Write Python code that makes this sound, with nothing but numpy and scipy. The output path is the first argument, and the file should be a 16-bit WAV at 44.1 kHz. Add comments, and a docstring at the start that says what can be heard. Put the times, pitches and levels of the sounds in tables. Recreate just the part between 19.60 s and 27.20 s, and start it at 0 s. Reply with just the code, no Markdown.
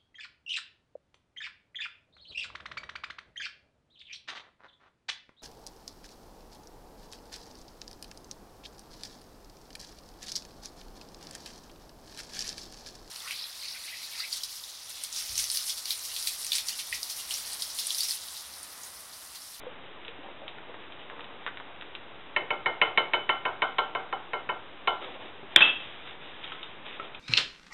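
"""Wet squishes, plops and smacks: a whisk stirs thick herb sauce in a ceramic bowl, opening air pockets.
Fifteen raps shake the whisk clean, each ringing the bowl while the wires clatter against it.
It is put down with a loud knock and bounces, rattling, against a ringing dish; soft rubs and
light handling clicks surround the knock. A small kitchen adds a short echo, and everything
comes through a hissy, narrow-band microphone that overloads on the knock."""
import sys
import numpy as np
from scipy import signal
from scipy.fft import rfft, irfft, next_fast_len
from scipy.io import wavfile
from scipy.ndimage import uniform_filter1d

SR = 44100
rng = np.random.default_rng(int(sys.argv[2]) if len(sys.argv) > 2 else 0)


def wav_record(signal):
    """Record a signal, one row per channel, as 16-bit PCM in the file named by sys.argv[1]."""
    frames = np.transpose(np.atleast_2d(signal))
    bounded = np.clip(frames, -1, 1)
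    # unit amplitude maps onto the largest positive 16-bit level
    quanta = np.round(bounded * 32767).astype(np.int16)
    wavfile.write(sys.argv[1], SR, quanta)


N = 335019
T = np.arange(round(.5 * SR)) / SR  # time axis of one hit
LEAD = 256  # samples of silence ahead of a voiced hit
# low, mid and high band edges of smacks and clicks: f/Hz
SMALL_EDGES_HZ = [250, 800, 2200, 4000]


def amp(db):
    """Decibels to gain."""
    return 10 ** (np.asarray(db) / 20)


def unit_rms(x):
    """Scales to rms 1."""
    return x / np.sqrt(np.mean(x ** 2) + 1e-20)


def curve_at(points, hz):
    """Reads (f/Hz, value) points on a log-frequency axis."""
    f, value = np.transpose(points)
    return np.interp(np.log(hz + 1), np.log(f + 1), value)


def eq(x, spectrum):
    """Filters by a curve of (f/Hz, gain/dB) points."""
    size = next_fast_len(len(x), True)
    gain = amp(curve_at(spectrum, np.fft.rfftfreq(size, 1 / SR)))
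    return irfft(rfft(x, size) * gain, size)[:len(x)]


def add(mix, s, sound):
    """Mixes a sound in at s seconds."""
    part = mix[max(round(s * SR), 0):][:len(sound)]
    part += sound[:len(part)]


def ring(modes, spread_db, detune=0):
    """Dying sines; the point of contact favours some modes, and the grip can detune them a little."""
    hz, db, t60 = np.transpose(modes)[:, :, None]
    polarity = (-1) ** np.arange(len(hz))[:, None]
    gain = polarity * amp(db + spread_db * rng.standard_normal(db.shape))
    hz = hz * (1 + detune * rng.standard_normal(hz.shape))
    return (gain * amp(-60 * T / t60) * np.sin(2 * np.pi * hz * T)).sum(0)


def room_tail(spectrum, rise_s):
    """A diffuse wash of noise, each band dying at the kitchen's own speed."""
    # kitchen reverb time: f/Hz, t60/s
    decay = [(100, 0.63), (400, 0.37), (800, 0.39), (1500, 0.34), (3500, 0.34)]
    noise = unit_rms(eq(rng.standard_normal(len(T)), spectrum))
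    hz, t, bands = signal.stft(noise, SR, nperseg=512)
    fade = amp(-60 * t / curve_at(decay, hz)[:, None])
    wash = signal.istft(bands * fade, SR, nperseg=512)[1][:len(T)]
    return wash * (1 - np.exp(-T / rise_s))


def in_kitchen(x, wet_db):
    """A sound plus its own echo from the kitchen."""
    echo = room_tail([(100, 0.0084), (4000, 0.0098)], rise_s=0.0023)
    return x + amp(wet_db) * signal.fftconvolve(x, echo / np.linalg.norm(echo))[:len(x)]


def voiced(x, edges_hz, peaks_db, window_s):
    """Gives a hit its weight and colour: a smooth EQ steers each band's peak toward its target."""
    x = np.pad(x, (LEAD, 32768 - LEAD - len(x)))
    spectrum, hz = rfft(x), np.fft.rfftfreq(len(x), 1 / SR)
    colour = []
    for lo, hi, db in zip(edges_hz, edges_hz[1:], peaks_db):
        band = irfft(spectrum * (hz > lo) * (hz < hi))
        peak_power = uniform_filter1d(band ** 2, max(round(window_s * SR), 1)).max()
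        colour += [(f, db - 10 * np.log10(peak_power)) for f in np.linspace(lo, hi, 6)[[1, 4]]]
    thin_bass = [(45, colour[0][1] - 20), (130, colour[0][1] - 2)]  # small things radiate little bass
    return eq(x, thin_bass + colour)


def hiss(level_db=-48):
    """Steady noise of the microphone."""
    # noise colour: f/Hz, relative density/dB
    colour = [(15, -30), (25, -16.5), (76, -8), (152, -7), (246, -6), (291, -3.5), (481, -3.5), (864, -4),
              (1110, -5), (1290, -6.5), (1620, -7.5), (3520, -9.5), (4100, -10.5), (5000, -80)]
    return amp(level_db) * unit_rms(eq(rng.standard_normal(N), colour))


def pressure(start, length, attack_s, release_s, sag_db):
    """One stroke presses in, eases as it travels and lifts off."""
    t = np.arange(N) / SR - start
    contact = np.clip(np.minimum(t / attack_s, (length - t) / release_s + .5), 0, 1)
    return contact * amp(sag_db * np.clip(t / length, 0, 1))


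def friction(strokes, pops_per_s, spread_db, low_db, high_db, **envelope):
    """Crowds of tiny pops under each stroke: a dull squish and a finer crackle."""
    # colours of the two layers: f/Hz, gain/dB
    squish = [(50, -42.5), (170, -17), (340, -2), (520, -0.5), (1200, -6), (2000, -25), (5000, -53.5)]
    crackle = [(100, -56), (500, -4.5), (1500, 0), (3700, 5.5), (6000, -52)]
    _, _, squish_db, crackle_db = np.transpose(strokes)
    pressed = np.array([pressure(start, length, **envelope) for start, length, *_ in strokes])
    out = np.zeros(N)
    for db, colour in ((squish_db + low_db, squish), (crackle_db + high_db, crackle)):
        sizes = rng.standard_normal(N) * amp(spread_db * np.minimum(rng.exponential(1, N), 4))
        pops = sizes * (rng.random(N) < pops_per_s / SR)
        texture = unit_rms(eq(in_kitchen(pops, wet_db=-5), colour))
        out += texture * (amp(db) @ pressed)
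    return out


def stirring():
    """The whisk drags through the sauce in sparse, uneven pops."""
    # whisk strokes: t/s, length/s, relative squish/dB, relative crackle/dB
    strokes = [(.01, 0.18, -49, -58), (.23, 0.068, -71, -47), (.39, 0.14, -67, -50),
               (.62, 0.12, -47.5, -53), (.8, 0.22, -52.5, -63), (1.07, 0.12, -50, -70),
               (1.19, .08, -62, -45), (1.38, 0.077, -51, -44), (1.48, 0.35, -48, -54),
               (1.8, .08, -56, -47.5), (1.96, 0.16, -53, -58)]
    return friction(strokes, pops_per_s=700, spread_db=2, low_db=-0.5, high_db=-4.5,
                    attack_s=0.027, release_s=0.056, sag_db=-6)


def plops(glide=0.52):
    """Each air pocket in the sauce rings like a bubble, rising a little as it opens."""
    # air pockets: t/s, level/dB, starting f/Hz, t60/s
    pockets = [(0.066, -26.5, 500, 0.061), (0.484, -36.5, 453, 0.079), (0.588, -32.5, 310, 0.04),
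               (0.645, -43, 762, 0.1), (0.815, -40, 544, 0.11), (0.832, -41, 611, 0.1),
               (1.092, -38, 477, 0.055)]
    out = np.zeros(N)
    for s, db, hz, t60 in pockets:
        tone = np.sin(2 * np.pi * hz * T * (1 + glide * T))
        envelope = amp(db - 60 * T / t60) * (1 - np.exp(-T / 0.0029))
        add(out, s, in_kitchen(tone * envelope, wet_db=-12))
    return out


def small_colour(db, hz, fall_db_per_octave=9):
    """Band peaks of a smack or click: strongest around hz, weaker to either side."""
    edges = np.log2(SMALL_EDGES_HZ)
    centres = (edges[1:] + edges[:-1]) / 2
    return db - fall_db_per_octave * abs(centres - np.log2(hz))


def smacks():
    """A film of sauce snaps off a wire: a tick and a short fizz."""
    # snapping films: t/s, level/dB, strongest f/Hz
    films = [(.45, -39.5, 3800), (.482, -34.5, 3800), (.881, -35, 3100), (.985, -43, 1450),
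             (1.144, -39.5, 1000), (1.323, -40, 3800), (1.5, -38, 1450), (1.595, -39.5, 1400),
             (1.608, -41.5, 2800), (1.644, -40, 3800), (1.865, -28, 1620), (1.877, -30, 1410),
             (1.973, -36, 1850), (2.001, -39, 1200), (2.212, -38, 3500), (2.223, -38, 1860),
             (2.352, -32.5, 3760)]
    out = np.zeros(N)
    for s, db, hz in films:
        snap = 0.14 * rng.standard_normal(len(T)) * np.exp(-T / 0.014)
        snap[0] += 3  # the tick
        snap = signal.lfilter(*signal.butter(2, 350, "high", fs=SR), snap)  # too small to move bass
        snap = in_kitchen(snap, wet_db=-12)
        add(out, s - LEAD / SR, voiced(snap, SMALL_EDGES_HZ, small_colour(db, hz), window_s=0.0049))
    return out


def rap_colour(force, hollow, clean):
    """Band peaks of a rap in dB; the place of contact trades the hollow body against the main ring."""
    low, high = .55 * force, 1.45 * force  # a harder rap is brighter
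    thud = -35.5 + low
    body = -27 + low + hollow
    low_ring = -30 + low + hollow
    main_ring = -29.5 + high - .8 * hollow + clean
    clack = -32 + high - .8 * hollow - clean
    top_ring = -31 + high + .7 * hollow
    return [thud, body, low_ring, main_ring, clack, top_ring]


def raps(clatter_db=-9, chatter=0.42, thump_growth=1.9):
    """Each rap rings bowl and kitchen, the wires slap again lightly, and hard raps thump the counter."""
    # whisk on bowl: t/s, force/dB, hollowness/dB, cleanness (ring against wire clack)/dB
    hits = [(2.763, 1, -4, 1.5), (2.905, -1, -2.5, -1), (3.0595, 0.5, -1.5, 4), (3.2152, 5.5, -1, -1),
            (3.3748, 5, -0.5, 1), (3.535, 2.5, -0.5, -0.5), (3.692, 3, 1, -0.5), (3.853, -2, -.5, -.5),
            (4.02, 1.5, .5, -0.5), (4.184, 1, 3, -0.5), (4.35, -4.5, 0.5, -.5), (4.5262, -6.5, 1, 2),
            (4.733, -5, -1.5, 2), (4.891, -3.5, 0, -1), (5.274, 1.5, 3, -2.5)]
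    # low resonances of the kitchen, higher modes of the bowl and wires: f/Hz, relative level/dB, t60/s
    resonances = [(145, -22.5, 0.057), (385, -16.5, 0.16), (455.4, -15, 0.26), (598, -15.5, 0.24),
                  (708, -20.5, 0.093), (766, -18, 0.33), (870, -19.5, 0.051), (905.4, -9.5, 0.11),
                  (957, -8.5, 0.042), (1008, -6.5, 0.1), (1076.5, -9, 0.093), (1298, -21, .18),
                  (1367, -12.5, 0.22), (1410, -18, 0.14), (1548, -21, 0.16), (1834, 5.5, 0.034),
                  (2121, -1.5, .24), (2150, 4, .065), (2226, 10.5, 0.039), (2553, 7.5, 0.016),
                  (2713, 6, 0.017), (2943, -2.5, 0.093), (3004, -5, .24), (3033, -3, .08), (3077, 3, 0.02),
                  (3660, -9.5, 0.064), (4005, -6, 0.084)]
    # dull clatter of wires and counter: f/Hz, relative density/dB
    clatter_colour = [(60, -11.5), (140, -7), (220, -14), (380, 5.5), (800, 4), (1100, -1.5), (1550, -1),
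                      (1900, -14), (2600, -14.5), (3300, -4.5), (4000, -17.5)]
    # edges of the six bands from thud to top ring: f/Hz
    edges_hz = [150, 650, 1200, 1650, 2230, 2850, 4000]
    # modes of the counter under the bowl: f/Hz, relative level/dB, t60/s
    counter_modes = [(166, -54, 0.098), (215, -52, .06)]
    out = np.zeros(N)
    for s, force, hollow, clean in hits:
        ringing = ring(resonances, spread_db=1.3, detune=.002)
        rap = ringing.copy()
        for delay_s, slap in zip(rng.uniform(0.00041, 0.0093, 3), rng.standard_normal(3) / 2):
            add(rap, delay_s, chatter * slap * ringing)
        rap = in_kitchen(rap, wet_db=-10) + amp(clatter_db) * room_tail(clatter_colour, rise_s=0.0015)
        add(out, s - LEAD / SR, voiced(rap, edges_hz, rap_colour(force, hollow, clean), window_s=0.012))
        add(out, s, amp(thump_growth * force) * ring(counter_modes, spread_db=3, detune=0.066))
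    return out


def rubbing():
    """A hand slides over things with a dense, scratchy grain."""
    # hand strokes: t/s, length/s, relative dull layer/dB, relative scratch/dB
    strokes = [(5.4, 0.18, -42, -51), (5.59, .14, -43.5, -55), (5.9, .07, -45, -52),
               (6.22, 0.26, -58.5, -53.5), (6.45, 0.11, -65.5, -52), (6.6, 0.31, -59, -54.5),
               (6.82, 0.32, -67, -52.5), (7.24, 0.17, -52, -49), (7.41, .09, -45.5, -53)]
    return friction(strokes, pops_per_s=2500, spread_db=0, low_db=-2, high_db=7,
                    attack_s=0.023, release_s=.06, sag_db=-6.5)


def clicks():
    """Things moved on the counter knock lightly: a burst of noise and a short ring."""
    # light knocks: t/s, level/dB, strongest f/Hz
    knocks = [(5.425, -36, 706), (5.445, -36, 2100), (5.831, -43, 432), (6.842, -36, 2500),
              (6.92, -32, 1920), (7.03, -32.5, 3700), (7.398, -30, 1150), (7.547, -34, 3800)]
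    # utensil modes: f/Hz, relative level/dB, t60/s
    modes = [(387, -6.5, 0.071), (1303, 7.5, 0.045), (1390, -8.5, 0.055), (2600, -9.5, .025),
             (3190, -14.5, 0.028), (3630, -9, 0.068)]
    out = np.zeros(N)
    for s, db, hz in knocks:
        knock = ring(modes, spread_db=2) + 4 * rng.standard_normal(len(T)) * np.exp(-T / .005)
        knock = in_kitchen(knock, wet_db=-6.5)
        add(out, s - LEAD / SR, voiced(knock, SMALL_EDGES_HZ, small_colour(db, hz), window_s=0.0042))
    return out


def landing(ring_db=2, settle_s=6.176, damping_db=-6):
    """The whisk lands hard and bounces, wires rattling; a dish rings, muted as the whisk settles on it."""
    # landing and bounces: t/s, clack gain/dB, wire rattle gain/dB, dish ring gain/dB
    bounces = [(5.961, 3, -15, -35.5), (6.006, -9, -14.5, -39), (6.0118, -11, -24.5, -31),
               (6.0196, -29, -35, -7.5), (6.0533, -37, -24.5, -32.5), (6.0942, -42, -34.5, -22.5),
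               (6.158, -47, -38, -29), (6.2, -53.5, -36.5, -55)]
    # modes of the handle on the counter: f/Hz, relative level/dB, t60/s
    handle_modes = [(115.5, -41.5, 0.13), (244, -23.5, 0.02), (336, -31, 0.11), (661, -22, 0.018),
                    (1506, -6.5, 0.012), (1810, 0, 0.0069), (2337, -6, 0.019), (3160, -20, 0.17),
                    (3323, -5.5, 0.014), (3530, 2.5, 0.013)]
    # rattling wires, spread by the kitchen: f/Hz, relative density/dB
    rattle_colour = [(60, -29), (130, -22.5), (300, -10.5), (700, -7.5), (1100, -6), (1500, -2), (2200, -5),
                     (2800, 3), (3300, 5.5), (4000, -7.5)]
    # dish modes, the closest of them beating: f/Hz, relative level/dB, t60/s
    dish_modes = [(2616, 0, .055), (2656, 0, .055), (2636, -11, .42), (2767, -20, .22), (3230, -20.5, .38),
                  (3408, -26, .35), (3655, -21, .22)]
    whisk, dish = np.zeros((2, N))
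    for s, clack_db, wires_db, dish_db in bounces:
        clack = ring(handle_modes, spread_db=.5) * (1 - np.exp(-T / .0009))
        add(whisk, s, amp(clack_db) * clack)
        add(whisk, s, amp(wires_db) * room_tail(rattle_colour, rise_s=0.00074))
        chime = ring(dish_modes, spread_db=-1) * (1 - np.exp(-T / 0.00094))
        add(dish, s, amp(dish_db + ring_db) * chime)
    settled = np.clip((np.arange(N) / SR - settle_s) / .01 + .5, 0, 1)
    return whisk + in_kitchen(dish * amp(damping_db * settled), wet_db=-9.5)


def scene():
    """Stirring, rapping, putting down and tidying over the hiss, in mono."""
    strokes = stirring() + rubbing()
    return (strokes + smacks() + plops() + raps() + landing() + clicks() + hiss())[None]


def record(dry, band_hz=3900, edge_hz=13000):
    """A narrow-band input with a slight offset; the loudest knock clips at full scale."""
    band_filter = signal.firwin(301, band_hz, window=("kaiser", 7), fs=SR)
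    edge_filter = signal.firwin(255, edge_hz, window=("kaiser", 9), fs=SR)
    narrow = signal.oaconvolve(dry, band_filter[None], "same")
    clipped = np.clip(narrow - .0039, -1, 1)
    return signal.oaconvolve(clipped, edge_filter[None], "same")


dry = scene()
out = record(dry)
wav_record(out)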